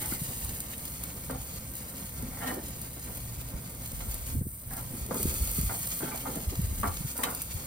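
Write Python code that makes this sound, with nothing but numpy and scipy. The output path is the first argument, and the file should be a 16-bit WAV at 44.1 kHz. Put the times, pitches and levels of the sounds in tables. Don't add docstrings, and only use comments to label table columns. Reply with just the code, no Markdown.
import sys
import numpy as np
from scipy import signal
from scipy.fft import rfft, irfft, next_fast_len
from scipy.io import wavfile
from scipy.ndimage import uniform_filter1d, map_coordinates

SR = 44100
rng = np.random.default_rng(int(sys.argv[2]) if len(sys.argv) > 2 else 0)


def waveform_to_disk(signal):
    frames = np.transpose(np.atleast_2d(signal))
    scaled = np.clip(frames, -1, 1) * 32767
    samples = np.round(scaled).astype(np.int16)
    wavfile.write(sys.argv[1], SR, samples)


N = 337806

# (frequency [Hz], level [dB])
HUM_TONES = [(64.8, -47.5), (118.5, -53)]
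# (frequency [Hz], density [dB per Hz])
RUMBLE_SPECTRUM = [(15, -14), (28, -35), (48, 1.5), (85, -6.5), (140, -5), (200, -15.5), (320, -83),
                   (700, -39)]
# (frequency [Hz], density [dB per Hz])
RUSH_SPECTRUM = [(80, -3.5), (170, 9.5), (265, 1), (350, -4), (430, -7), (500, -8.5), (620, -5.5),
                 (800, -16.5), (1200, -17.5), (2000, -22.5), (3200, -20), (8000, -39)]
# (frequency [Hz], coherence [-1 to 1])
PORT_COHERENCE = [(60, 0.95), (280, 1), (480, 0.95), (700, 0.4), (1000, 0.15), (1450, 0.34), (1900, 1),
                  (2300, 0.43), (3100, -0.62), (4000, 0.052), (4500, -0.81), (5400, -0.34), (7500, -.8)]
# (frequency [Hz], difference [dB])
RIGHT_OVER_LEFT = [(280, 0), (500, 0), (700, 3.5), (1200, 0.3), (1800, 2.5), (3000, .5), (5500, 7.5),
                   (8000, -3.5)]
# (frequency [Hz], lead [rad])
LEFT_PHASE_LEAD = [(250, -0.22), (500, -0.87), (720, 2.74), (850, 0.52), (1050, 1.28), (1600, 0.088),
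                   (1900, 0.63)]
# (time [s], share of the full depth in dB [0-1]); the end shares hold outward
DIP_SHAPE = [(4.315, 0.069), (4.39, 0.55), (4.47, 1), (4.69, 0.42), (4.73, 0.16)]
# (time [s], level [dB], length [s])
GUST_SPELLS = [(3.904, -37.5, 0.32), (4.289, -32.5, 0.096), (5.183, -38, 0.5), (6.447, -36.5, 0.47)]
# (time of peak [s], level before a common trim [dB], mean pitch [Hz])
EDDIES = [(0.126, -28.5, 218.5), (0.222, -26.5, 171.5), (0.292, -30, 127.7), (0.455, -32.5, 118.5),
          (3.556, -29, 68), (4.312, -33, 139), (4.336, -29, 150), (4.354, -27, 240), (4.372, -20, 125.3),
          (4.389, -22, 112.2), (4.418, -23.5, 190), (4.457, -43, 428), (4.468, -29, 159.2),
          (4.677, -34, 140.6), (5.028, -28.5, 67), (5.255, -20, 134.7), (5.285, -27.5, 81.5),
          (5.421, -22, 67.5), (5.592, -21, 159.4), (5.605, -26, 80.2), (5.635, -27, 217.9), (5.65, -27, 79),
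          (5.674, -30, 80.2), (6.373, -30, 183.3), (6.486, -27.5, 82.4), (6.594, -21, 104.3),
          (6.645, -21.5, 94), (6.717, -25.5, 99), (6.806, -24, 100.5), (6.894, -30, 84.2),
          (7.009, -29.5, 111), (7.055, -25, 112.3), (7.558, -26, 74.4)]
# (time [s], level [dB], length [s])
MEAT_RUBS = [(0.01, -51.5, 0.17), (2.47, -47, 0.15), (4.852, -46.5, 0.11), (5.08, -40, 0.13),
             (6.013, -45, 0.18), (6.25, -45.5, 0.12)]
# (frequency [Hz], relative level [dB], t60 [s])
GRATE_MODES = [(257.7, 5, 0.18), (476, 0, 0.092), (522, -8.5, 0.24), (691, 4, 0.12), (757, -1.5, 0.22),
               (785, -3, 0.41), (869, -3.5, 0.3), (935, -7, 0.24), (999, -2, 0.19), (1076, 0, 0.03),
               (1204, -2, 0.076), (1371, 3.5, 0.17), (1560, -4, 0.17), (1865, -1.5, 0.11), (2109, 7, 0.07),
               (2270, -4, 0.15)]
# (frequency [Hz], density [dB per Hz])
SHEET_SPECTRUM = [(100, 3), (250, 8.5), (350, -4), (500, 2), (1200, 5.5), (1680, 1.5), (2000, 0.5),
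                  (2500, -8), (3300, -1), (5000, -7), (12000, -24)]
# (time [s], level [dB], time to let go [s], brightness [Hz],
# note of the touched bar [Hz], share of that bar [dB])
GRATE_KNOCKS = [(.122, -42.5, 0.0096, 2250, 1420, 5), (1.297, -35.5, 0.028, 1510, 513, -3),
                (1.345, -42.5, 0.024, 1200, 760, -2), (2.228, -38.5, 0.038, 324, 263, 18),
                (4.005, -45.5, 0.0033, 3370, 2150, -4), (4.708, -45, 0.056, 2050, 1660, -12),
                (5.109, -31, 0.027, 1170, 510, -1.5), (5.693, -35, 0.033, 2020, 1400, -23.5),
                (6.004, -41.5, 0.033, 1580, 790, -16), (6.366, -40, 0.016, 810, 248, 4),
                (6.831, -27, 0.032, 1820, 1150, -2), (7.188, -35.5, 0.047, 1370, 518.4, -13),
                (7.233, -34, 0.05, 2120, 1134, -2)]
# (time [s], level before a common trim [dB], length [s], brightness [Hz],
# note of the touched bar [Hz], share of that bar [dB])
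TONG_SCRAPES = [(0.008, -44, 0.01, 2380, 2190, -9), (.11, -49, 0.027, 2300, 2110, 6),
                (0.282, -46, 0.013, 900, 296, -2), (0.438, -49.5, 0.009, 1300, 1100, -3),
                (2.309, -48.5, 0.011, 2200, 2200, -7), (2.368, -48, 0.034, 2200, 2050, -8),
                (2.401, -40.5, 0.012, 2100, 1830, -5), (2.422, -37.5, 0.013, 2200, 750, -2),
                (2.461, -36.5, 0.026, 2270, 1834, -8), (2.503, -40, .006, 1100, 270, 1),
                (2.537, -50, 0.056, 1800, 1770, -8), (4.758, -43.5, 0.016, 1360, 900, -9),
                (4.931, -40.5, 0.012, 1100, 243, 8), (5.135, -43.5, 0.017, 1310, 1220, -3),
                (5.505, -57, 0.0074, 790, 493, 1), (6.006, -38.5, 0.073, 1490, 1550, -12),
                (6.111, -42, 0.017, 1700, 2320, -3), (6.135, -41.5, 0.02, 1350, 676, 7),
                (6.25, -35.5, 0.025, 1450, 960, -12), (6.34, -45, 0.008, 1200, 660, -24),
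                (7.152, -45, 0.021, 1450, 533, -3), (7.264, -38.5, 0.012, 1450, 1430, -8)]
# (time [s], level [dB], rise [s], fade [s])
STEEL_CLINKS = [(.002, -45, 0.005, 0.037), (0.136, -57, .01, .02), (0.729, -42, 0.0055, 0.011),
                (1.301, -47, .003, 0.013), (2.409, -43, 0.024, .025), (2.452, -37, 0.03, 0.009),
                (6.02, -44, .015, 0.07), (6.176, -49, 0.0024, .005), (6.2, -44.5, .008, .015),
                (6.315, -52, .002, 0.0045), (7.231, -29.5, 0.0037, 0.014), (7.235, -31, 0.0013, .004)]
# (frequency [Hz], relative level [dB], t60 [s])
STEEL_MODES = [(1770, 1, .06), (2120, -1, 0.064), (2500, -10, 0.044), (2610, -1, .06), (2970, -3, 0.24),
               (3090, 3, 0.064), (3200, 6, .06), (3830, 5, 0.084), (3810, -15, 0.041), (4270, 1, 0.035)]
# (frequency [Hz], density [dB per Hz])
GRIT_SPECTRUM = [(500, -22), (1900, 7.5), (2700, 3), (4500, -3.5), (6500, -0.5), (12000, 0)]
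# (frequency [Hz], density [dB per Hz])
FIZZ_SPECTRUM = [(3000, -29), (6000, -16.5), (7200, -8.5), (8300, 1.5), (9800, 3), (11600, -3),
                 (14000, 5.5), (15600, 1), (16200, -3.5)]
# (frequency [Hz], density [dB per Hz])
CRACKLE_SPECTRUM = [(600, -2.5), (1500, 2), (2100, 0.5), (2700, 5), (3600, 0), (4600, 4), (5600, -1),
                    (7000, 10), (9000, -10.5), (15000, -32)]
# (time [s], level before the fizz trim [dB], hold [s])
FRYING_FLARES = [(-.04, -39.5, 0.2), (0.18, -43, 0.36), (1.753, -46.5, 0.066), (2.373, -49, 0.19),
                 (3.027, -50.5, 0.18), (3.787, -48.5, 0.44), (4.242, -43, 0.081), (4.7, -43, 0.014),
                 (5.144, -38.5, 0.85), (6.713, -47, 0.54), (7.15, -44.5, 0.22)]
# (time [s], level before a common trim [dB], crackle against fizz [dB])
LOUD_SPITS = [(.058, -25.5, -8), (.492, -33, -3), (.603, -24.5, -10), (.879, -33.5, -4), (1.036, -25, -9),
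              (1.753, -30, -18), (1.767, -32, -18), (2.682, -34, -12), (2.816, -29, -11), (3.858, -37, -3),
              (3.917, -32, -7), (4.142, -26, -9), (4.151, -33, -9), (5.143, -26.5, -7), (5.179, -30, -3),
              (5.229, -19.5, -11), (5.389, -35, -8), (5.513, -26, -22), (5.873, -26, -4), (6.175, -32, -1),
              (6.554, -37, 7.5), (6.969, -35.5, 6), (7.177, -25, -13), (7.235, -18.5, -16),
              (7.348, -24, -9), (7.418, -22.5, -14)]
WALL_ECHOES = [0.000903, .0023]

PORT_LAG_MS = 0.215
EDGE_HZ = 15900
DIP_CRACKLE_DB, DIP_LOW_DB = -20, -12
HOLLOW_WIDTH_HZ = 23.5

GUST_RISE_S, GUST_FADE_S = 0.052, 0.072
GUST_USUAL_DB, GUST_REACH_HZ, REACH_FOLLOWS = -35.5, 100, 0.65
PUFF_SWINGS = 1.07

RUB_RISE_S, RUB_FADE_S = 0.016, 0.16
SCRAPE_RISE_S, SCRAPE_FADE_S = 0.0032, 0.042
KNOCK_RISE_S = 0.0017
CHATTER_PER_S, CHATTER_UNEVEN, CHATTER_SAG_DB = 85, 0.3, -8.5
TICK_DB, TICK_S, TICK_BRIGHTER = -7, 0.0046, 0.68

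SIMMER_DB, FLARE_RISE_S, FLARE_FADE_S = -51.5, 0.025, 0.034
AFTER_DB, AFTER_FADE_S = -3.5, 2.54
CRACKLE_DB, CRACKLE_FOLLOWS = -56, 0.77
FLAME_UP_S, FLAME_UP_RISE_S, FLAME_UP_DB = 4.86, 0.36, 3.5
POP_DB, POP_FOLLOWS, POP_SPREAD_DB = -63.5, 0.73, 1
POPS_PER_S, POP_LOW_HZ, POP_HIGH_HZ = 380, 2120, 9360
POP_CYCLES = 2.5
POP_DRIFT_DB = 1.5
SPIT_S = 0.0059
SMALL_SPITS_PER_S, SMALL_SPIT_DB, SMALL_SPIT_SPREAD_DB = 22, 5, 8


def amp(db):
    return 10 ** (np.asarray(db) / 20)


def unit(x):
    return x / np.sqrt(np.mean(x ** 2) + 1e-20)


def peaked(pair):
    return pair / np.sqrt(uniform_filter1d((pair ** 2).mean(0), size=900).max())


def read(points, hz):
    f, value = np.transpose(points)
    return np.interp(np.log(hz + 1), np.log(f), value)


def filtered(x, response):
    size = next_fast_len(x.shape[-1] + 512)
    hz = np.fft.rfftfreq(size, 1 / SR)
    return irfft(rfft(x, size) * response(hz), size)[..., :x.shape[-1]]


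def colour(x, spectrum):
    return unit(filtered(x, lambda hz: amp(read(spectrum, hz))))


def drift(rate):
    coarse = rng.standard_normal(N // 100 + 1)
    hz = np.fft.rfftfreq(len(coarse), N / SR / len(coarse))
    slow = irfft(rfft(coarse) / (1 + (hz / rate) ** 4))
    return np.interp(np.arange(N), np.linspace(0, N, len(slow)), unit(slow))


def envelope(t, rise, length, fade):
    return np.clip(t / rise, 0, 1) * np.exp(-np.maximum(t - length, 0) / fade)


def dip(depth_db):
    return amp(depth_db * np.interp(np.arange(N) / SR, *np.transpose(DIP_SHAPE)))


def add(mix, s, sound):
    part = mix[:, max(round(s * SR), 0):][:, :sound.shape[1]]
    part += sound[:, :part.shape[1]]


def direct(x, lag_ms=PORT_LAG_MS):
    left = filtered(x, lambda hz: np.exp(-2j * np.pi * hz * lag_ms / 1000))
    return np.array([left, x])


def diffuse(pair):
    size = next_fast_len(pair.shape[1])
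    hz = np.fft.rfftfreq(size, 1 / SR)
    a, b = rfft(pair, size)
    alike = np.clip(read(PORT_COHERENCE, hz), -1, 1)
    mid, side = a * np.sqrt((1 + alike) / 2), b * np.sqrt((1 - alike) / 2)
    lean = amp(read(RIGHT_OVER_LEFT, hz) / 2)
    lead = np.exp(0.5j * read(LEFT_PHASE_LEAD, hz))
    ports = np.array([(mid + side) * lead / lean, (mid - side) * lean / lead])
    return irfft(ports, size)[:, :pair.shape[1]]


def off_the_walls(pair, wall_db=-7.0, sway=0.072):
    n, out = np.arange(N), pair
    for delay_s in WALL_ECHOES:
        late = n - delay_s * SR * (1 + sway * drift(rate=1.46))
        echo = np.array([map_coordinates(port, [late], order=3) for port in pair])
        out = out + amp(wall_db) * echo
    return out


def ringing(table, t, detune, uneven_db):
    hz, db, t60 = np.transpose(table)[:, :, None]
    shift, share = rng.standard_normal((2, len(table), 1))
    decay = amp(db + uneven_db * share - 60 * t / t60)
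    modes = decay * np.exp(2j * np.pi * hz * (1 + detune * shift) * t)
    phases = np.exp(2j * np.pi * rng.random((2, len(table))))
    return (phases @ modes).imag


def hum(waver_hz=1.4, swell_db=3.5):
    out = 0
    for hz, db in HUM_TONES:
        level = amp(db + swell_db * drift(rate=0.21))
        phase = 2 * np.pi * np.cumsum(hz + waver_hz * drift(rate=6.6)) / SR
        out = out + level * unit(np.sin(phase))
    return out


def burners(flutter_db=2.5, rumble_db=-45.0, rush_db=-48, flicker_db=1.5, hollow_db=-57):
    flames = diffuse(rng.standard_normal((2, N)))
    rumble = colour(flames, RUMBLE_SPECTRUM) * amp(rumble_db + flutter_db * drift(rate=2.5))
    rush = colour(diffuse(rng.standard_normal((2, N))), RUSH_SPECTRUM)

    def resonances(hz):
        return sum(hz / (1 + ((hz - f) / HOLLOW_WIDTH_HZ) ** 2) for f, db, t60 in GRATE_MODES)

    hollow = unit(filtered(rush, resonances))
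    flicker = amp(flicker_db * drift(rate=16.4))
    return rumble + (amp(rush_db) * rush + amp(hollow_db) * hollow) * flicker


def breeze(low_hz=40, slope=6.8):
    out, t = np.zeros((2, N)), np.arange(N) / SR
    air = diffuse(rng.standard_normal((2, N)))
    for s, db, length in GUST_SPELLS:
        reach = GUST_REACH_HZ * amp(REACH_FOLLOWS * (db - GUST_USUAL_DB))
        buffet = filtered(air, lambda hz: (1 - 1 / (1 + (hz / low_hz) ** 4)) / (1 + (hz / reach) ** slope))
        out += amp(db) * envelope(t - s, GUST_RISE_S, length, GUST_FADE_S) * unit(buffet)
    return out


def wind(level_db=-1, wander=0.33, apart=0.027, ragged_db=-13, ragged_reach=1.6):
    out, t = np.zeros((2, N)), np.arange(-4096, 4096) / SR
    for s, db, hz in EDDIES:
        unevenness = unit(filtered(rng.standard_normal(len(t)), lambda f: 1 / (1 + (f / hz) ** 4)))
        pitch = hz * np.exp(wander * unevenness - wander ** 2 / 2)
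        phase = 2 * np.pi * (np.cumsum(pitch) / SR + rng.random())
        swings = np.sin(phase + apart * rng.standard_normal((2, 1)))
        noise = rng.standard_normal((2, len(t)))
        ragged = unit(filtered(noise, lambda f: 1 / (1 + (f / (ragged_reach * hz)) ** 3)))
        passing = np.exp(-(t * hz / PUFF_SWINGS) ** 2)
        add(out, s + t[0], amp(db + level_db) * passing * (swings + amp(ragged_db) * ragged))
    return out


def rubs(low_hz=170, high_hz=340, slope=2.44, stick_db=5.0):
    t = np.arange(N) / SR
    force = sum(amp(db) * envelope(t - s, RUB_RISE_S, length, RUB_FADE_S) for s, db, length in MEAT_RUBS)
    noise = diffuse(rng.standard_normal((2, N)))
    rub = filtered(noise, lambda hz: (1 - 1 / (1 + (hz / low_hz) ** 4)) / (1 + (hz / high_hz) ** slope))
    return force * unit(rub * amp(stick_db * drift(rate=20)))


def firebox(t, sheet_t60=0.21, modes_db=3.0):
    bars = ringing(GRATE_MODES, t, detune=0.01, uneven_db=1.0)
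    sheet = colour(rng.standard_normal((2, len(t))), SHEET_SPECTRUM) * amp(-60 * t / sheet_t60)
    return unit(sheet) + amp(modes_db) * unit(bars)


def contact(force, bright_hz, bar_hz, bar_db, blow_db, jerky, bar_width_hz=60, bass_edge=0.054,
            dull_share=0.49, slope=2.6):
    t = np.arange(len(force)) / SR
    slips = force * rng.standard_normal(len(t)) * rng.exponential(1, len(t)) ** jerky
    ring = signal.fftconvolve(slips[None], firebox(t), axes=1)[:, :len(t)]
    blow = colour(force * rng.standard_normal((2, len(t))), SHEET_SPECTRUM)
    shake = unit(ring) + amp(blow_db) * blow

    def softened(edge_hz):
        return filtered(shake, lambda hz: 1 / np.hypot(1, (hz / edge_hz) ** slope))

    firm = np.sqrt(force / force.max())
    body = firm * softened(bright_hz) + (1 - firm) * softened(dull_share * bright_hz)
    bass_hz = min(bass_edge * bright_hz, SR / 4)
    body = signal.lfilter(*signal.butter(1, bass_hz, "high", fs=SR), body)
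    bar = signal.lfilter(*signal.iirpeak(bar_hz, bar_hz / bar_width_hz, fs=SR), blow)
    return peaked(diffuse(unit(body) + amp(bar_db) * unit(bar)))


def chatter(t):
    pace = CHATTER_PER_S * np.exp(CHATTER_UNEVEN * drift(rate=60)[:len(t)])
    bounces = np.cumsum(pace) / SR
    return amp(CHATTER_SAG_DB * (bounces % 1))


def tongs(scrape_db=0.4, catch_db=3.0):
    out, t = np.zeros((2, N)), np.arange(16384) / SR
    for s, db, fade, bright_hz, *bar in GRATE_KNOCKS:
        force = envelope(t, KNOCK_RISE_S, KNOCK_RISE_S, fade) * chatter(t)
        tick = contact(np.exp(-t / TICK_S), TICK_BRIGHTER * bright_hz, bright_hz,
                       bar_db=-2.5, blow_db=-1.5, jerky=1.3)
        hit = contact(force, bright_hz, *bar, blow_db=-5.0, jerky=1.86)
        add(out, s, amp(db) * (hit + amp(TICK_DB) * tick))
    for s, db, length, *tone in TONG_SCRAPES:
        catches = amp(catch_db * drift(rate=35)[:len(t)])
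        force = envelope(t, SCRAPE_RISE_S, length, SCRAPE_FADE_S) * catches
        add(out, s, amp(db + scrape_db) * contact(force, *tone, blow_db=-12.5, jerky=1.48))
    return out


def clinks(grit_db=6.5):
    out, t = np.zeros((2, N)), np.arange(16384) / SR
    for s, db, rise, fade in STEEL_CLINKS:
        slips = envelope(t, rise, rise, fade) * rng.standard_normal((2, len(t)))
        arms = ringing(STEEL_MODES, t, detune=0.0028, uneven_db=3.0)
        ring = signal.fftconvolve(slips, arms, axes=1)[:, :len(t)]
        add(out, s, amp(db) * peaked(unit(ring) + amp(grit_db) * colour(slips, GRIT_SPECTRUM)))
    return out


def frying():
    t, power = np.arange(N) / SR, amp(SIMMER_DB) ** 2
    for s, db, hold in FRYING_FLARES:
        flare = envelope(t - s, FLARE_RISE_S, hold, FLARE_FADE_S)
        after = amp(AFTER_DB) * envelope(t - s, FLARE_RISE_S, hold, AFTER_FADE_S)
        power = power + amp(db) ** 2 * (flare ** 2 + after ** 2)
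    return 10 * np.log10(power)


def pops(strength_db, count=14):
    out, t = np.zeros((2, N)), np.arange(512) / SR
    for hz in np.geomspace(POP_LOW_HZ, POP_HIGH_HZ, count):
        when, size = rng.random((2, int(POPS_PER_S * N / SR / count)))
        strength = amp(POP_SPREAD_DB * np.minimum(-np.log(size), 4))
        train = np.bincount((when * N).astype(int), strength, N)
        train = train * amp(POP_DRIFT_DB * drift(rate=11.5))
        tick = np.sin(2 * np.pi * (hz * t + rng.random((2, 1)))) * envelope(t * hz, 0.46, 0.5, POP_CYCLES)
        out += signal.oaconvolve(train[None], unit(tick), axes=1)[:, :N]
    level = amp(POP_DB + POP_FOLLOWS * (strength_db - SIMMER_DB))
    return unit(out) * level * dip(DIP_CRACKLE_DB)


def spits(strength_db, level_db=-4.0, small_crackle_db=-10, echo_db=-15, echo_s=0.003):
    out, t, low_gain = np.zeros((2, N)), np.arange(2048) / SR, dip(DIP_CRACKLE_DB)
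    small = []
    for i in np.flatnonzero(rng.random(N) < SMALL_SPITS_PER_S / SR):
        above_db = SMALL_SPIT_DB + SMALL_SPIT_SPREAD_DB * (2 * rng.random() - 1)
        small.append((i / SR, strength_db[i] + above_db, small_crackle_db))
    for s, db, crackle_db in list(LOUD_SPITS) + small:
        noise = rng.standard_normal((4, len(t)))
        crackle = amp(crackle_db) * low_gain[int(s * SR)] * colour(noise[1], CRACKLE_SPECTRUM)
        jet = colour(noise[0], FIZZ_SPECTRUM) + crackle
        snap = direct(jet * np.exp(-(t / SPIT_S) ** 2))
        scatter = colour(noise[2:], FIZZ_SPECTRUM) * np.exp(-t / echo_s)
        add(out, s, amp(db + level_db) * (snap + amp(echo_db) * scatter))
    return out


def bubbles(count, spread_db, burst_s, steam):
    when, size = rng.random((count, 2)).T
    energy = amp(spread_db * np.minimum(-np.log(size), 5)) ** 2
    bursts = np.bincount((when * N).astype(int), energy, N)
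    power = signal.lfilter([1], [1, -np.exp(-1 / (burst_s * SR))], bursts)
    return unit(np.sqrt(power / power.mean() + steam) * rng.standard_normal(N))


def sizzle(strength_db, lid_db=-6, sputter_db=1.02, fizz_db=1.15, splutter_db=2.3):
    sputter = sputter_db * drift(rate=15.0)
    meat = direct(bubbles(count=11000, spread_db=1.5, burst_s=0.00056, steam=0.97))
    fizz = colour(meat + amp(lid_db) * rng.standard_normal((2, N)), FIZZ_SPECTRUM)
    coarse = np.array([bubbles(count=7000, spread_db=2.5, burst_s=0.0025, steam=0.72) for port in range(2)])
    crackle = colour(off_the_walls(diffuse(coarse) + amp(-2.0) * meat), CRACKLE_SPECTRUM)
    flame_up = np.clip((np.arange(N) / SR - FLAME_UP_S) / FLAME_UP_RISE_S, 0, 1)
    crackle_db = CRACKLE_DB + CRACKLE_FOLLOWS * (strength_db - SIMMER_DB)
    crackle_db = crackle_db + splutter_db * drift(rate=22) + FLAME_UP_DB * flame_up
    fizz = fizz * amp(strength_db + sputter + fizz_db)
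    return fizz + crackle * amp(crackle_db + sputter) * dip(DIP_CRACKLE_DB)


def scene():
    background = (hum() + burners()) * dip(DIP_LOW_DB) + breeze() + wind()
    handling = rubs() + tongs() + clinks()
    strength_db = frying()
    fat = pops(strength_db) + spits(strength_db) + sizzle(strength_db)
    return background + handling + fat


def record(dry):
    lowpass = signal.firwin(511, EDGE_HZ, window=("kaiser", 9), fs=SR)
    return signal.oaconvolve(dry, lowpass[None], "same")


dry = scene()
out = record(dry)
waveform_to_disk(out)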